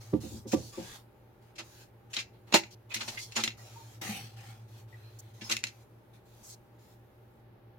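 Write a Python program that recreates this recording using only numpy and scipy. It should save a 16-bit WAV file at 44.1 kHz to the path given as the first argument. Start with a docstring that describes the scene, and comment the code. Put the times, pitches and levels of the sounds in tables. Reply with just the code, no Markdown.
"""A mat-covered table in a small room, close to a stereo pair of microphones; two fans hum throughout.
First an empty plastic box is set down and pushed about: its walls ring, its base rubs on the mat.
At 2.5 s a little tray of dice drops onto the table and is turned and nudged; the dice click and rebound.
At 4 s a larger box scrapes round, juddering, and at 5.4 s the dice rattle once more.
Last, a hand brushes the mat and leaves the fans beating against each other over a soft rush of air."""
import sys
import numpy as np
from scipy import signal
from scipy.fft import rfft, irfft, next_fast_len
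from scipy.io import wavfile
from scipy.ndimage import map_coordinates

SR = 44100
rng = np.random.default_rng(int(sys.argv[2]) if len(sys.argv) > 2 else 0)


def master_out(mix):
    """Clip the mix to full scale and print it as 16-bit PCM to the path in sys.argv[1]."""
    frames = np.transpose(np.atleast_2d(mix))
    ceiling = np.clip(frames, -1, 1)
    pcm = np.round(ceiling * 32767).astype(np.int16)
    wavfile.write(sys.argv[1], SR, pcm)


N = 343098
TIME = np.arange(N) / SR
RING_TIME = np.arange(SR // 3) / SR


def dice(rebound_s=.027, loss_db=15.5, pan_db=.5):
    """Dice click on each other and the tray walls, then rock back twice, each time sooner and weaker."""
    # first contacts (time [s], level [dB], contact cut-off [Hz], scuff [dB])
    clicks = [(1.557, -58, 9000, 10), (1.586, -44, 6200, 12.5), (2.136, -39, 7500, 7.5),
              (2.166, -31.5, 4500, 0.5), (2.185, -39, 4850, 14), (2.200, -43.5, 6060, 3),
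              (2.525, -35.5, 6760, -4), (2.540, -20.5, 5000, 2), (2.544, -27, 15500, -8),
              (2.549, -25, 7250, 2), (2.556, -24.5, 6940, 5), (2.636, -46.5, 3000, -7),
              (2.915, -46, 3020, 7), (2.943, -32, 11200, 1.5), (2.963, -37.5, 5000, 3),
              (3.007, -37.5, 4670, 9), (3.079, -38.5, 8000, 9), (3.174, -44, 3060, 8.5),
              (3.321, -49, 7000, -4), (3.357, -45, 7040, 16), (3.363, -30.5, 8060, 4),
              (3.371, -34, 7900, 8.5), (3.398, -40, 6000, 14), (3.437, -27.5, 7900, -4.5),
              (3.477, -32.5, 4080, -9.5), (5.413, -48, 4470, 12.5), (5.497, -35, 10400, 0),
              (5.511, -29.5, 8150, 10.5), (5.524, -33, 7100, -10), (5.567, -35, 8700, -10),
              (5.639, -31, 8400, -12), (5.668, -45.5, 6010, 0)]
    # main modes (frequency [Hz], relative level [dB], t60 before damping [s])
    modes = [(1820, -16, 0.01), (2030, 2, 0.13), (2200, -5.5, 0.1), (2320, -2, 0.18), (2546, 0.5, 0.26),
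             (2706, 5.5, 0.11), (2776, 1.5, 0.088), (3100, -7.5, 0.14), (3003, -10.5, .05),
             (3570, -11.5, 0.014), (3845, 4.5, 0.15), (4144, 9, 0.14), (4370, -13.5, 0.076),
             (4800, -7.5, .06), (5360, -5, 0.085), (5640, 2, 0.09), (6340, -13.5, 0.0582), (6650, -4, 0.24),
             (6882, 10.5, 0.21), (7200, -11.5, .06), (9550, -1.5, 0.059), (10900, -11, .05),
             (11000, -6.5, .05), (12950, -5.5, .05)]
    # spectrum of the weak, fast-dying modes (frequency [Hz], relative level [dB])
    crowd = [(60, -53.5), (250, -27.5), (900, -16.5), (1600, -5), (2300, 2), (4200, 0), (7000, -1),
             (8200, -6.5), (11000, -6.5), (13500, -4.5), (16000, -7)]
    contacts = []
    for s, db, contact_hz, scuff_db in clicks:
        contacts.append((s, db, contact_hz, pan_db, scuff_db))
        for bounce in (1, 2):
            s += rebound_s / bounce * (1 + .2 * rng.uniform(-1, 1))
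            contacts.append((s, db - loss_db * np.sqrt(bounce), contact_hz, pan_db, -2))
    return blows(contacts, modes, crowd, crowd_db=1, crowd_t60=.087, crack_db=-.5, vary_db=5,
                 graze_db=-12.5)


def tray():
    """The little dice tray knocks on the table and rings briefly."""
    # contacts (time [s], level [dB], contact cut-off [Hz], left over right [dB], scuff [dB])
    knocks = [(1.588, -48.5, 2500, -5, 18), (2.166, -49, 3000, 0, 8.5), (2.525, -37.5, 1770, -7, -1.5),
              (2.540, -20.5, 2490, -4.5, 1), (2.549, -23.5, 1300, -3.5, 1.5), (2.955, -50, 244, 3, 13),
              (3.011, -54.5, 2500, 4, 33.5), (3.080, -45.5, 2000, -3, -3), (3.363, -37.5, 2500, -3.5, 23),
              (3.380, -44, 1483, -9, 23.5), (3.437, -47.5, 247, 11, -10), (3.477, -47.5, 262, -1, -20),
              (5.414, -46.5, 237, 3, 8), (5.498, -41, 3000, -2.5, 19), (5.518, -54, 3038, -5, 30),
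              (5.639, -50, 2000, 8, -23)]
    # main modes (frequency [Hz], relative level [dB], t60 before damping [s])
    modes = [(222, 1, .16), (335, 1, .13), (385, -3, .1), (515, -2, .09), (590, 1, .09), (705, -2, .08),
             (818, 3, .09), (915, -1, .09), (1007, -7, .09), (1310, -13, .06), (1772, -8, .08)]
    # spectrum of the weak, fast-dying modes (frequency [Hz], relative level [dB])
    crowd = [(40, -53), (170, -29.5), (235, -2.5), (600, -7), (900, -2.5), (1250, 4), (1700, -1),
             (3000, -9), (16000, -39.5)]
    return blows(knocks, modes, crowd, crowd_db=-4.5, crowd_t60=.074, crack_db=-13.5, vary_db=2,
                 graze_db=-24.5)


def empty_boxes():
    """Empty boxes meet the mat with dull, hollow knocks."""
    # contacts (time [s], level [dB], contact cut-off [Hz], left over right [dB], scuff [dB])
    knocks = [(.131, -29.5, 785, 1, 5), (.138, -23.5, 358, -4, -21.5), (.148, -33.5, 417, -10.5, 8.5),
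              (.236, -39.5, 370, -4.5, 10), (.318, -47.5, 257, 4, 14), (.35, -50, 256, -6, 12.5),
              (.455, -42, 566, -2.5, 8), (.532, -24, 920, -4, 3.5), (.539, -27, 700, -4, 11),
              (.778, -38, 1060, 2.5, 13), (4.018, -57, 1500, 7, 24)]
    # main modes (frequency [Hz], relative level [dB], t60 before damping [s])
    modes = [(79, -10, .22), (224, 2.5, 0.18), (300, 6.5, 0.08), (332.6, 8, 0.081), (392, 10.5, 0.032),
             (516, -3, 0.16), (531, -0.5, 0.14), (630, -13.5, 0.11), (748, -3, 0.067), (876, -6, 0.1),
             (972, -6, 0.09), (1167, -6, .1), (2000, 4, 0.033)]
    # spectrum of the weaker modes (frequency [Hz], relative level [dB])
    crowd = [(30, -42), (60, -11), (80, 4), (125, -6), (175, -12), (290, -13), (420, -13.5), (700, -24),
             (1300, -31), (4000, -7.5), (16000, -34)]
    return blows(knocks, modes, crowd, crowd_db=-15.5, crowd_t60=.33, crack_db=-13, vary_db=1.5,
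                 graze_db=-19)


def blows(contacts, modes, crowd, crowd_db, crowd_t60, crack_db, vary_db, graze_db):
    """Soft contacts are dull; square hits crack, scuffing ones graze first and wake more modes."""
    out = np.zeros((2, N))
    for s, db, contact_hz, pan_db, scuff_db in contacts:
        hit = strike(modes, crowd, crowd_db + scuff_db / 2, crowd_t60, crack_db - scuff_db, vary_db)
        rise_s = .0008 * from_db(2 * scuff_db)   # a scuff builds up more slowly
        hit = hit * (1 - np.exp(-RING_TIME / rise_s))
        hit = cut(cut(hit, contact_hz, "low"), 94, "high")   # small boxes radiate no deep bass
        onset_rms = np.sqrt(np.mean(hit[:, :SR // 50] ** 2))
        hit = from_db(db) * panned(hit / onset_rms, pan_db)
        add(out, s, hit)
        add(out, s - rng.uniform(.0024, .007), from_db(graze_db + scuff_db) * hit)
    return out


def strike(modes, crowd, crowd_db, crowd_t60, crack_db, vary_db):
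    """One blow: a crack, a crowd of weak modes, and main modes whose strengths depend on the spot hit."""
    hz, db, t60 = np.array(modes, float).T[:, :, None]
    t60 = np.minimum(t60, .16 * (200 / hz) ** .3)   # plastic damps high modes sooner
    strength, detune, left, right = rng.standard_normal((4, len(hz), 1))
    lag = np.array([left, right]) * np.minimum(hz / 800, 2)   # short waves differ in phase at each mic
    angle = 2 * np.pi * hz * (1 + .004 * detune) * RING_TIME
    fade = from_db(-60 * RING_TIME / t60)
    gain = from_db(db + vary_db * strength) * rng.choice([-1, 1], hz.shape)
    gain = gain / np.sqrt(np.sum(gain ** 2) / 2)
    ring = np.sum(gain * fade * np.sin(angle + lag), axis=1)
    crowd_fade = from_db(crowd_db - 60 * RING_TIME / crowd_t60)
    crack_fade = from_db(crack_db - 60 * RING_TIME / .009)
    return ring + (crowd_fade + crack_fade) * noise(crowd, len(RING_TIME))


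def scrape():
    """The large box judders as it turns in two pushes, and its hollow rings."""
    # pushes (start [s], length [s], level [dB], gain from start to end [dB])
    pushes = [(4.012, 0.16, -40, -4), (4.364, 0.13, -56.5, 5)]
    # spectrum of the scraping box (frequency [Hz], relative level [dB])
    colour = [(50, -35), (150, 3), (212, 5.5), (280, -7), (450, -6), (690, -4.5), (795, 9), (930, -8),
              (1300, -6), (1500, -6), (1900, -3), (2700, -3.5), (6000, -8), (16000, -17)]
    level = sum(from_db(db) * stroke(start, length, gain_db, attack_s=.0044, release_t60=.52)
                for start, length, db, gain_db in pushes)
    return panned(level * grain(per_s=360, depth_db=1.5) * noise(colour, N), db=1)


def rubbing(hands_off_s=7.4):
    """Boxes and fingers slide over the mat's fine grain; even the lightest touch gives a high sheen."""
    # slides (start [s], length [s], relative hiss [dB], relative rasp [dB], gain from start to end [dB])
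    slides = [(0, 0.18, -63, -63, -11), (0.2, 0.18, -52.5, -60, -1), (0.467, 0.23, -53, -64, -2.5),
              (0.717, 0.24, -53.5, -53, 5), (1.41, .1, -78, -71.5, -2), (1.629, 0.2, -63.5, -63, 2.5),
              (2.095, 0.08, -62, -59, 8), (2.324, 0.04, -84, -67.5, 1), (2.465, 0.18, -70, -58.5, 1),
              (2.89, 0.061, -61.5, -56, 0), (2.98, 0.17, -51, -51.5, 1.5), (3.177, 0.059, -46, -60, 2.5),
              (3.27, 0.19, -58.5, -56.5, 17), (3.567, 0.39, -62, -59.5, -3.5), (4.67, 0.13, -69, -65.5, 10),
              (4.872, 0.44, -73.5, -66, 0), (5.33, 0.098, -67, -65, 2), (5.417, 0.068, -66, -58, 12),
              (5.655, 0.17, -72.5, -68.5, 1.5), (6.128, 0.037, -71, -63.5, -5),
              (6.246, 0.28, -68.5, -67.5, 11.5), (6.78, 0.15, -72.5, -69.5, 4.5)]
    # spectra of smooth sliding, rasp under pressure and sheen (frequency [Hz], relative level [dB])
    hiss_colour = [(1500, -32), (3000, -9), (4200, -1), (6800, 0.5), (8200, -7), (11000, -12.5),
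                   (16000, -32)]
    rasp_colour = [(300, -5), (850, 3), (1400, -2.5), (2000, -3), (2900, -2.5), (4000, -2.5), (8000, -38.5)]
    sheen_colour = [(6000, -25), (9000, -4.5), (11000, -2.5), (13000, 0), (16000, -4.5)]
    resting = stroke(0, hands_off_s, 0)   # fingers stay on the boxes between slides
    hiss_level, rasp_level = from_db(-86.5) * resting, from_db(-87) * resting
    for start, length, hiss_db, rasp_db, gain_db in slides:
        push = stroke(start, length, gain_db)
        hiss_level = np.maximum(hiss_level, from_db(hiss_db) * push)
        rasp_level = np.maximum(rasp_level, from_db(rasp_db) * push)
    hiss = from_db(1) * hiss_level * noise(hiss_colour, N)
    sheen = panned(from_db(-29) * hiss_level ** .59 * noise(sheen_colour, N), db=3)
    rasp = from_db(-.5) * rasp_level * noise(rasp_colour, N)
    return (hiss + sheen) * grain(per_s=1800, depth_db=1.5) + rasp


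def swipes():
    """Fingers and edges make quick, bright strokes that swell and stop."""
    # strokes (time [s], level [dB], length [s], low edge [Hz])
    strokes = [(0.513, -37.5, 0.041, 1090), (2.701, -56.5, 0.053, 2900), (5.185, -50, 0.026, 5800),
               (5.427, -52, 0.077, 4000), (6.422, -53, 0.11, 5860), (6.481, -51.5, 0.078, 3930)]
    colour = [(1000, 16), (6500, 18.4), (8500, 8.6), (16000, 5)]   # (frequency [Hz], relative level [dB])
    out = np.zeros((2, N))
    for s, db, length, low_hz in strokes:
        swish = rms_one(cut(noise(colour, len(RING_TIME)), low_hz, "high", order=5))
        swell = signal.windows.tukey(int(length * SR), .5)
        add(out, s, from_db(db) * swell * swish[:, :len(swell)])
    return out


def box_walls(x, ripple_db=4.5, per_s=12, width_hz=200):
    """Resonances of the plastic walls come and go as the point of contact moves."""
    hz, s, frames = signal.stft(x, SR, nperseg=512)
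    knots = rng.standard_normal((512, 512))
    grid = np.meshgrid(hz / width_hz, s * per_s, indexing="ij")
    ripple = map_coordinates(knots, grid, order=1, mode="wrap")
    _, coloured = signal.istft(frames * rms_one(from_db(ripple_db * ripple)), SR, nperseg=512)
    return coloured[:, :N]


def squeaks():
    """Plastic sticks and slips, locking onto one wall mode for a moment."""
    # squeaks and groans (time [s], level [dB], pitch [Hz], length [s])
    slips = [(0.727, -56.5, 1144, 0.06), (2.903, -42.5, 2520, 0.057), (3.169, -39.5, 2085, .035),
             (3.587, -54, 1920, 0.036), (3.757, -52, 907, 0.086), (4.088, -36, 208, 0.044),
             (4.392, -54, 2550, 0.011), (4.926, -52.5, 1927, 0.036), (5.019, -66, 4100, 0.15),
             (5.435, -48.5, 5270, 0.064)]
    out = np.zeros((2, N))
    for s, db, hz, length in slips:
        band = [(hz / 2, -51), (hz * .95, -25), (hz, 0), (hz * 1.05, -25), (hz * 2, -51)]
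        age = 4 * RING_TIME / length
        add(out, s, from_db(db) * noise(band, len(RING_TIME)) * age * np.exp(1 - age))
    return out


def fans(steady_hz=118.4, air_db=-60.67):
    """Room tone: two fans of nearly equal speed beat slowly over a soft rush of air."""
    # the wandering fan's hum (time [s], frequency [Hz], level [dB])
    drift = [(0.0, 107.9, -51), (0.5, 112.5, -54.5), (1.23, 114, -67.5), (2.82, 108.3, -59.5),
             (4.35, 111.0, -50.5), (5.31, 107.5, -53.5), (6.07, 113.3, -64), (7.5, 114.5, -64.5),
             (7.78, 110, -58.5)]
    # the steady fan's weaker lines (frequency [Hz], level [dB])
    lines = [(59.2, -82.5), (360.7, -74), (597.5, -76.5), (796.7, -77), (888.2, -81)]
    # spectrum of the moving air (frequency [Hz], relative level [dB])
    air = [(15, -25), (40, -4.5), (85, 1), (145, -5), (220, -1.5), (250, -6.5), (345, -1.5), (520, -6),
           (700, -11.5), (820, -7), (1020, -14.5), (1600, -17.5), (4000, -29.5), (8000, -45), (13000, -31),
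           (16000, -36)]
    times, pitches, levels = np.transpose(drift)
    hz, db = np.interp(TIME, times, pitches), np.interp(TIME, times, levels)
    wandering = from_db(db) * np.sin(2 * np.pi * np.cumsum(hz) / SR)
    weak_lines = sum(from_db(level) * np.sin(2 * np.pi * (f * TIME + rng.random())) for f, level in lines)
    main_db = (db - 59) / 2   # swells and fades with the wandering fan, half as far
    main_line = from_db(main_db) * np.sin(2 * np.pi * steady_hz * TIME)
    hum = np.sqrt(2) * (wandering + main_line + weak_lines)
    return hum + from_db(air_db) * noise(air, N, alike_hz=416.6)


def room(x, wet_db=-17, onset_s=.0062):
    """Diffuse echoes from nearby walls reach the microphones after the direct sound; treble dies first."""
    # room decay (frequency [Hz], t60 [s])
    decay = [(100, .35), (300, .22), (3000, .24), (7000, .19), (14000, .12)]
    edges_hz = np.geomspace(40, 18000, 8)
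    white = noise([(40, 0), (18000, 0)], len(RING_TIME))
    tail = np.zeros_like(white)
    for low, high in zip(edges_hz, edges_hz[1:]):
        t60 = at_hz(decay, np.sqrt(low * high))
        tail += cut(white, [low, high], "band") * from_db(-60 * RING_TIME / t60)
    tail *= np.minimum(RING_TIME / onset_s, 1) ** 2
    tail /= np.sqrt(np.sum(tail ** 2) / 2)
    return x + from_db(wet_db) * signal.fftconvolve(x, tail, axes=1)[:, :N]


def stroke(start, length, gain_db, attack_s=.015, release_t60=.19):
    """Envelope of a push: it gets going, speeds up or slows down evenly, then dies away."""
    age = TIME - start
    drift_db = gain_db * (np.clip(age / length, 0, 1) - .5)
    release_db = -60 * np.clip((age - length) / release_t60, 0, 2)
    return np.clip(age / attack_s, 0, 1) * from_db(drift_db + release_db)


def grain(per_s, depth_db):
    """Uneven gain of a surface that catches and slips; unit power."""
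    knots = rng.standard_normal(N // 8)
    return rms_one(from_db(depth_db * np.interp(TIME * per_s, np.arange(len(knots)), knots)))


def noise(colour, size, alike_hz=600):
    """Coloured stereo noise; the two microphones agree only on long waves."""
    padded = next_fast_len(size)
    hz = np.arange(padded // 2 + 1) * SR / padded
    mid, side = rfft(rng.standard_normal((2, padded)))
    alike = 1 / (1.05 + (hz / alike_hz) ** 2)
    pair = np.sqrt(1 + alike) * mid + np.sqrt(1 - alike) * side * [[1], [-1]]
    return rms_one(irfft(pair * from_db(at_hz(colour, hz)), padded)[:, :size])


def from_db(db):
    """Decibels to gain."""
    return 10 ** (np.asarray(db) / 20)


def rms_one(x):
    """Scale to unit power."""
    return x / np.sqrt(np.mean(x ** 2) + 1e-20)


def at_hz(points, hz):
    """Read a table on a log-frequency axis."""
    f, value = np.transpose(points)
    return np.interp(np.log(np.maximum(hz, 1)), np.log(f), value)


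def cut(x, hz, kind, order=2):
    """Causal low-, high- or band-pass."""
    return signal.sosfilt(signal.butter(order, hz, kind, fs=SR, output="sos"), x)


def panned(x, db):
    """Favour the left microphone over the right by db."""
    return x * from_db([[db / 2], [-db / 2]])


def add(out, s, sound):
    """Mix a sound in at time s."""
    at = max(round(s * SR), 0)
    out[:, at:at + sound.shape[1]] += sound[:, :N - at]


def scene():
    """Knocks, clicks and squeaks with a little room on them, close dry slides, and the fans behind."""
    knocks = empty_boxes() + tray() + dice()
    slides = box_walls(rubbing() + scrape() + swipes())
    return room(knocks + squeaks()) + slides + fans()


def record(dry):
    """The recorder cuts the treble steeply above 16.2 kHz."""
    return signal.sosfilt(signal.ellip(10, .1, 80, 16200, fs=SR, output="sos"), dry)


dry = scene()
out = record(dry)
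master_out(out)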